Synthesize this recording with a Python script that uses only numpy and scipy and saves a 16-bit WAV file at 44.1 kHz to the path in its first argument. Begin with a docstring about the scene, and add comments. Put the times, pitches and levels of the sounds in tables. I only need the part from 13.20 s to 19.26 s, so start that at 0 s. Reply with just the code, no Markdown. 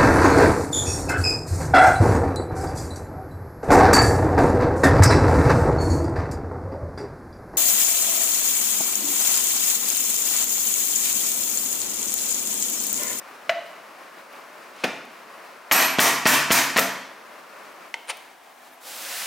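"""A steel coffee handle is beaten five times on a knock box's rubber bar: thud, clank, basket rattle.
The last blow drops the grounds. Gain control squashes each blow, so the bare kitchen's echo swells behind.
Before the blows, the handle taps the hollow box and the box is turned on the counter.
After them, a button of the coffee machine clicks and its steam wand starts to hiss in a jug."""
import sys
import numpy as np
from scipy import signal
from scipy.fft import rfft, irfft
from scipy.io import wavfile
from scipy.ndimage import uniform_filter1d, minimum_filter1d

SR = 44100
rng = np.random.default_rng(int(sys.argv[2]) if len(sys.argv) > 2 else 0)


def to_wav(sig):
    """Store sig (one row per channel, or 1-D mono) as 16-bit WAV at the path in sys.argv[1].

    Samples outside -1..1 are clipped; the rate is SR.
    """
    pcm = np.clip(np.atleast_2d(sig), -1, 1) * 32767
    pcm = np.round(pcm).astype(np.int16)
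    wavfile.write(sys.argv[1], SR, pcm.T)  # frames by channels


N = 267290
T = np.arange(N) / SR
EVENT_N = SR // 2
EVENT_T = T[:EVENT_N]


def amp(db):
    """Decibels to gain."""
    return 10 ** (np.asarray(db) / 20)

def unit(x):
    """Scale to rms 1."""
    return x / np.sqrt(np.mean(x ** 2) + 1e-20)

def curve(points, hz):
    """Interpolate a table over log frequency."""
    freq_hz, value = np.transpose(points)
    return np.interp(np.log(hz + 1), np.log(freq_hz), value)

def add(mix, start_s, sound):
    """Mix in a sound at start_s."""
    part = mix[round(start_s * SR):][:len(sound)]
    part += sound[:len(part)]

def colour(x, spectrum):
    """Apply a spectral shape; output rms 1."""
    hz = np.fft.rfftfreq(x.shape[-1], 1 / SR)
    return unit(irfft(rfft(x) * amp(curve(spectrum, hz)), x.shape[-1]))

def noise(spectrum):
    """Half a second of shaped noise, rms 1."""
    return colour(rng.standard_normal(EVENT_N), spectrum)

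def wobble(length, smooth_samples):
    """Smoothed noise, rms 1."""
    return unit(uniform_filter1d(rng.standard_normal(length), size=smooth_samples))

def decay(t60_s):
    """Half a second of exponential decay."""
    return np.exp(-np.log(1000) * EVENT_T / max(t60_s, 1e-3))

def swell(peak_s, width_s):
    """Gaussian envelope."""
    return np.exp(-((EVENT_T - peak_s) / width_s) ** 2)

def low_cut(x, hz):
    """High-pass: removes rumble and bass below hz."""
    return signal.sosfilt(signal.butter(4, hz, "high", fs=SR, output="sos"), x)

def high_cut(x, hz):
    """One-pole low-pass."""
    return signal.sosfilt(signal.butter(1, hz, fs=SR, output="sos"), x)

def ring(modes, detune=0.):
    """Struck body: neighbouring modes swing in opposite senses; each contact detunes them."""
    shifts = 1 + detune * rng.standard_normal(len(modes))
    return sum((-1) ** k * amp(db) * decay(t60_s) * np.sin(2 * np.pi * hz * shifts[k] * EVENT_T)
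               for k, (hz, db, t60_s) in enumerate(modes))

def strike(modes, crack, crack_db, crack_t60_s, detune=0.):
    """Strong modes ring; the many damped ones merge into a noisy crack."""
    return ring(modes, detune) + amp(crack_db) * decay(crack_t60_s) * noise(crack)

def stereo(mid, side, side_db):
    """Mid/side to left/right for two close microphones."""
    return mid + amp(side_db) * np.array([side, -side])


# room air before and after the background changes: freq_hz, gain_db
EARLY_AIR = [(15, -79), (25, -65), (92, -31.5), (200, -11), (405, -6), (503, -5), (560, -0.5), (840, -4),
             (1070, -0.5), (2610, -10.5), (3340, -17.5), (5280, -19.5), (7110, -24), (14400, -27.5),
             (16000, -29)]
LATE_AIR = [(15, -67), (25, -43.5), (102, -38.5), (242, -16), (503, -15), (714, -6), (887, -12),
            (962, -9.5), (1400, -13.5), (1840, -14.5), (2840, -20.5), (3160, -22), (4490, -26),
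            (14800, -32.5), (16000, -31)]

def air(change_s=4.68):
    """Steady room rush; from change_s on, a quieter, differently coloured rush."""
    early = colour(rng.standard_normal((2, N)), EARLY_AIR)
    late = colour(rng.standard_normal((2, N)), LATE_AIR)
    drift = amp(1.04 * wobble(N, 4000))
    late_db = np.interp(T, [4.7, 4.95, 5.2], [-47, -46.5, -49.5])
    changed = np.clip((T - change_s) / 0.017, 0, 1)
    rush = np.sqrt(1 - changed) * amp(-44.5) * early + np.sqrt(changed) * amp(late_db) * late
    return stereo(*(drift * rush), side_db=-8)


# echo decay: freq_hz, t60_s
ROOM_DECAY = [(100, 0.7), (250, 0.66), (1000, 0.7256), (2500, 0.7757), (5000, 0.69), (9000, .5),
              (15000, 0.3458)]
# echo spectrum and side-channel shape (narrower in the bass): freq_hz, gain_db
ROOM_SPECTRUM = [(60, -83), (130, 4), (250, 5.5), (600, 4.5), (2000, 3.5), (6000, 3), (15000, 5.5)]
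ROOM_SIDE = [(100, -11), (250, -5), (600, -2), (3000, -1), (9000, 1)]
# standing waves: pitch_hz, level_db, t60_s
STANDING_WAVES = [(141.4, -63, 0.86), (199, -61, 0.86), (259.8, -58, .6)]

def kitchen(x):
    """Dense reflections build up and die faster in the treble; standing waves boom on in the bass."""
    hz, t, bands = signal.stft(rng.standard_normal((2, SR)), SR, nperseg=256)
    bands *= np.exp(-np.log(1000) * t / curve(ROOM_DECAY, hz)[:, None])
    bands *= amp(curve(ROOM_SPECTRUM, hz))[:, None]
    bands[1] *= amp(curve(ROOM_SIDE, hz))[:, None]
    build_up = np.clip((T[:SR] - .003) / 0.0047, 0, 1)
    tail = signal.istft(bands, SR, nperseg=256)[1][:, :SR] * build_up
    tail /= np.linalg.norm(tail[0])
    for pitch_hz, db, t60_s in STANDING_WAVES:
        tail[0] += amp(db - 60 * T[:SR] / t60_s) * np.sin(2 * np.pi * pitch_hz * T[:SR])
    mid, side = signal.oaconvolve(x[None], tail, axes=1)[:, :N]
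    return stereo(mid, side, side_db=-11)

def echo(directions):
    """A struck body sounds slightly different in each direction; the room returns them all."""
    out = np.zeros((2, N))
    for _ in range(directions):
        radiated = (amp(-2.5) * knocks() + amp(-6.5) * puck() + amp(-8) * tap()
                    + amp(-5) * box_turn() + amp(-9) * high_cut(button(), hz=6000))
        out += kitchen(radiated)
    return out / np.sqrt(directions)


# finger contacts: start_s, level_db
FINGER_TICKS = [(1.128, -46), (1.565, -51), (1.852, -48), (4.97, -41)]

def finger_ticks():
    """Faint bright snaps of fingers on handle, box and button."""
    out = np.zeros(N)
    for start_s, db in FINGER_TICKS:
        add(out, start_s, amp(db) * decay(.03) * rng.standard_normal(EVENT_N))
    return low_cut(out, hz=900)


# steam hiss at first flow and full flow: freq_hz, gain_db
EARLY_HISS = [(35, -85), (60, -55), (100, -51), (139, -26), (363, -14.5), (408, -27), (503, -5.5),
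              (636, -10.5), (767, -4.5), (924, -10.5), (3670, -10), (14200, -14.5), (16000, -16.5)]
FULL_HISS = [(35, -70), (60, -40), (133, -44), (202, -14), (346, -35), (408, -16), (503, -9), (651, -11),
             (785, -8.5), (1410, -6.5), (1510, -3), (8920, -8.5), (16000, -12.5)]

def steam(start_s=5.597, open_s=0.082, full_s=5.978, fill_s=0.2, build_db_per_s=25):
    """Spluttering hiss: the valve opens, the flow builds, the jug's midrange fills in."""
    opening = np.clip((T - start_s) / open_s, 0, 1)
    flow_db = -31 - build_db_per_s * np.maximum(full_s - T, 0)
    splutter = amp(0.47 * wobble(N, 200))
    jet = rng.standard_normal((2, N)) * splutter
    fill = np.clip(1 - (full_s - T) / fill_s, 0, 1)
    hiss = (1 - fill) * colour(jet, EARLY_HISS) + fill * colour(jet, FULL_HISS)
    return stereo(*hiss, side_db=-11.5) * amp(flow_db) * opening

def valve():
    """Faint sigh and thin whistle just ahead of the steam."""
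    out = np.zeros(N)
    add(out, 5.36, amp(-55.5) * swell(peak_s=.1, width_s=.041) * noise(FULL_HISS))
    waver = 1 + .002 * wobble(EVENT_N, 300)
    whistle = sum(amp(db) * np.sin(2 * np.pi * np.cumsum(hz * waver) / SR)
                  for hz, db in [(9749, -60), (13205, -56)])
    add(out, 5.435, whistle * swell(peak_s=.1, width_s=.025))
    return out


# button and latch modes: pitch_hz, level_db, t60_s
BUTTON_MODES = [(910, -10, 0.042), (2140, -3.5, 0.025), (3120, -3.5, 0.011)]
LATCH_MODES = [(900, -7, 0.039), (2060, -9, .013), (2860, -11, 0.014), (4350, -16, 0.004),
               (9200, 4.5, 0.006)]
# click and slide noise: freq_hz, gain_db
SNAP_SPECTRUM = [(120, -35), (400, 4), (850, 5), (1400, 3.5), (2400, 8.5), (4000, 2), (7000, -6),
                 (10000, -10), (12000, -33), (16000, -21)]

def button(press_s=4.7413, release_s=4.8755, peak_s=4.9, swell_db_per_s=850, fade_db_per_s=1300):
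    """One click going in; springing back, a rasp of slips that quicken, swell and fade."""
    out = np.zeros(N)
    click = strike(BUTTON_MODES, SNAP_SPECTRUM, crack_db=-9, crack_t60_s=0.029, detune=.015)
    add(out, press_s, amp(-16.5) * click)
    gaps_s = .0068 * .86 ** np.arange(10)
    for slip_s in release_s + np.cumsum(gaps_s) - gaps_s:
        db = -23 - max(swell_db_per_s * (peak_s - slip_s), fade_db_per_s * (slip_s - peak_s))
        slip = strike(LATCH_MODES, SNAP_SPECTRUM, crack_db=-1, crack_t60_s=0.05, detune=0.042)
        add(out, slip_s, amp(db) * slip)
    return low_cut(out, hz=450)


# feet landing on the counter: start_s, level_db
FOOT_BUMPS = [(1.6372, -13), (1.640, -11.5), (1.6425, -9.5), (1.6502, -19)]
# box modes, struck at a foot: pitch_hz, level_db, t60_s
FOOT_MODES = [(176, -9, 0.03), (269, -7.5, 0.038), (492, -10.5, 0.039), (670, -7.5, 0.026),
              (767, -11.5, 0.053), (1390, -14, 0.0081), (2440, -5, 0.014), (4700, -24, 0.0047)]
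# impact noise of feet, grounds, bar and head: freq_hz, gain_db
CRACK_SPECTRUM = [(60, -41), (200, -21), (600, -3), (1200, 3), (2400, 1), (3500, -5.5), (5500, -10),
                  (8000, -19), (16000, -29)]

def box_turn():
    """The box is turned: it slides a little and bumps down."""
    out = np.zeros(N)
    slide = amp(-46.5) * swell(peak_s=.125, width_s=.072) * noise(SNAP_SPECTRUM)
    add(out, 1.5, slide)
    for start_s, db in FOOT_BUMPS:
        bump = strike(FOOT_MODES, CRACK_SPECTRUM, crack_db=-7, crack_t60_s=0.044, detune=0.065)
        add(out, start_s, amp(db) * bump * (1 - decay(0.0032)))
    return low_cut(out, hz=136)


# box modes, tapped: pitch_hz, level_db, t60_s
TAP_MODES = [(570, -14.5, 0.033), (677, -10, 0.065), (694, -26.5, 0.14), (1370, -10.5, 0.005),
             (2000, -12, 0.021), (2280, -11, 0.011), (2910, -14.5, 0.016), (4000, -18, 0.013)]
# tap noise: freq_hz, gain_db
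TAP_SPECTRUM = [(40, -34), (150, -7), (380, -21), (620, 1), (950, -2), (1500, 7), (2400, 1.5), (4200, -9),
                (6000, -13), (9000, -29), (16000, -47)]

def tap(start_s=.2937, contact_s=0.0043):
    """The handle touches the hollow box; the basket shivers faintly."""
    out = np.zeros(N)
    body = amp(0.5) * low_cut(ring(TAP_MODES), hz=324)
    crack = amp(-13.5) * decay(0.04) * noise(TAP_SPECTRUM)
    treble = low_cut(rng.standard_normal(EVENT_N), hz=4000)
    shiver = amp(-40) * decay(0.095) * (1 - decay(0.026)) * treble
    add(out, start_s, (body + crack + shiver) * (1 - decay(contact_s)))
    return low_cut(out, hz=103)


# steel basket and rim modes: pitch_hz, level_db, t60_s
BASKET_MODES = [(1010, -13, .2), (1254, -15, .2), (1652, -16, .2), (1919, -15, .22), (2330, -18, .2),
                (2975, -18, .22), (4710, -21, .22), (5728, -22, .22), (6724, -18, .22), (7009, -15, .24),
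                (8543, -16, .32), (8705, -17, .28), (10620, -18, .25), (11359, -18, .28), (11810, -18, .24),
                (12650, -20, .28), (13135, -15, .26), (13565, -16, .26), (13620, -15, .26),
                (13905, -14, .3), (15068, -18, .22)]
RIM_MODES = [(11795, -5, .13), (11835, -9, .08)]
# basket chatter: freq_hz, gain_db
CHATTER_SPECTRUM = [(60, -22), (150, -30), (300, 3), (500, -5), (1000, 8.5), (2000, -3.5), (3500, -1),
                    (6000, 4), (8000, 1), (10000, -1), (13000, -0.5), (16000, -5)]

def rattle(t60_s, rim_db, impacts_per_s=14000, rise_s=0.0047):
    """A shower of tiny impacts rings the basket and its rim; longer chatter builds a stronger ring."""
    impacts = rng.standard_normal(EVENT_N) * (rng.random(EVENT_N) < impacts_per_s / SR)
    chatter = colour(impacts, CHATTER_SPECTRUM) * decay(t60_s)
    steel = amp(-4) * min(t60_s / 0.14, 1) * ring(BASKET_MODES, detune=0.00089)
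    flutter = 1 + 0.48 * wobble(EVENT_N, 250)
    rim = amp(rim_db) * flutter * ring(RIM_MODES)
    return (chatter + steel + rim) * (1 - decay(rise_s))


# dull thud of the grounds landing, with the room's low hum after it: pitch_hz, level_db, t60_s
DROP_AND_HUM = [(196.9, -30.5, 0.53), (314, -16.5, 0.038), (454, -7.5, 0.031), (660, -4.5, 0.021),
                (950, -8, 0.011), (1310, -13, 0.011)]

def puck(bounce_s=3.579, drop_s=3.585, spring_back_s=3.592):
    """Last blow: the head bounces, the cake of grounds drops, the emptied basket springs back."""
    out = np.zeros(N)
    bounce = strike(HEAD_MODES, CRACK_SPECTRUM, crack_db=-9.5, crack_t60_s=0.055, detune=0.044)
    add(out, bounce_s, amp(-5.5) * low_cut(bounce, hz=169))
    add(out, drop_s, amp(-6.5) * strike(DROP_AND_HUM, CRACK_SPECTRUM, crack_db=-5, crack_t60_s=0.054))
    add(out, spring_back_s, amp(-6) * rattle(t60_s=0.029, rim_db=-13))
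    return low_cut(out, hz=141)


# rubber bar thud, with the room's low boom ringing on: pitch_hz, level_db, t60_s
THUD_AND_BOOM = [(112, -31, 0.041), (141.3, -33.5, 0.42), (189.1, -9, 0.016), (261.3, -8, 0.042),
                 (262.3, -25, 0.44), (330, -16, 0.032), (472, -17.5, 0.07), (656, -14.5, 0.051),
                 (1340, -19, 0.0053), (2390, -31, 0.0088)]
# handle head modes: pitch_hz, level_db, t60_s
HEAD_MODES = [(684, -18, 0.078), (960, -14, 0.0075), (1320, -11, 0.021), (1740, -7.5, 0.012),
              (1947, -4.5, 0.02), (2440, -4, 0.0076), (3140, -8.5, 0.0079)]
# blows on the bar: start_s, clank_db, squeeze_s, thud_re_clank_db, rattle_t60_s, rim_db
BLOWS = [(2.5122, 6.5, 0.0011, -14.5, 0.2, 5), (2.785, 4.5, .008, -7.5, 0.22, -6),
         (3.0551, 5, .0075, -7.5, 0.17, -29), (3.3039, 4.5, .0074, -8.5, 0.16, -32),
         (3.561, -4.5, .0056, -5, 0.039, -31)]

def knocks(rattle_lag_s=.0063, rattle_re_clank_db=-11):
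    """The rubber thuds and bottoms out, the head clanks, then the basket chatters in its holder."""
    out = np.zeros(N)
    for start_s, clank_db, squeeze_s, thud_re_clank_db, rattle_t60_s, rim_db in BLOWS:
        thud = strike(THUD_AND_BOOM, CRACK_SPECTRUM, crack_db=-11, crack_t60_s=0.043, detune=0.0098)
        add(out, start_s, amp(clank_db + thud_re_clank_db) * thud)
        clank = strike(HEAD_MODES, CRACK_SPECTRUM, crack_db=-6.5, crack_t60_s=0.037, detune=0.054)
        add(out, start_s + squeeze_s, amp(clank_db) * low_cut(clank, hz=169))
        spread = np.sqrt(min(0.13 / rattle_t60_s, 1))  # long chatter spreads its energy thinner
        basket = spread * rattle(rattle_t60_s, rim_db)
        add(out, start_s + squeeze_s + rattle_lag_s, amp(clank_db + rattle_re_clank_db) * basket)
    return low_cut(out, hz=71)


def scene():
    """Direct sounds just left of centre, their echo, steam and room air."""
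    direct = knocks() + puck() + tap() + box_turn() + button() + finger_ticks()
    panned = direct * amp([[.4], [-.4]])
    return panned + echo(directions=2) + steam() + valve() + air() * amp([[.8], [-.8]])

def gain_control(x, level_db, ceiling_db, recovery_db_per_s):
    """Gain drops as the level passes the ceiling, then climbs back steadily."""
    climb_db = T * recovery_db_per_s
    excess_db = np.maximum(level_db - ceiling_db, 0)
    gain_db = climb_db - np.maximum.accumulate(excess_db + climb_db)
    return x * amp(uniform_filter1d(minimum_filter1d(gain_db, size=17), size=17))

def record(dry, average_s=0.011, band_edge_hz=15950):
    """Slow gain control levels the blows, a fast limiter catches peaks, a steep low-pass ends the band."""
    pole = np.exp(-1 / (average_s * SR))
    power = signal.lfilter([1 - pole], [1, -pole], (dry ** 2).mean(0))
    power_db = 10 * np.log10(power + 1e-12)
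    levelled = gain_control(dry, power_db, ceiling_db=-15, recovery_db_per_s=152)
    peak_db = 20 * np.log10(abs(levelled).max(0) + 1e-9)
    limited = gain_control(levelled, peak_db, ceiling_db=-4, recovery_db_per_s=2500)
    low_pass = signal.firwin(511, band_edge_hz, window=("kaiser", 9), fs=SR)
    return signal.oaconvolve(limited, low_pass[None], "same")


dry = scene()
out = record(dry)
to_wav(out)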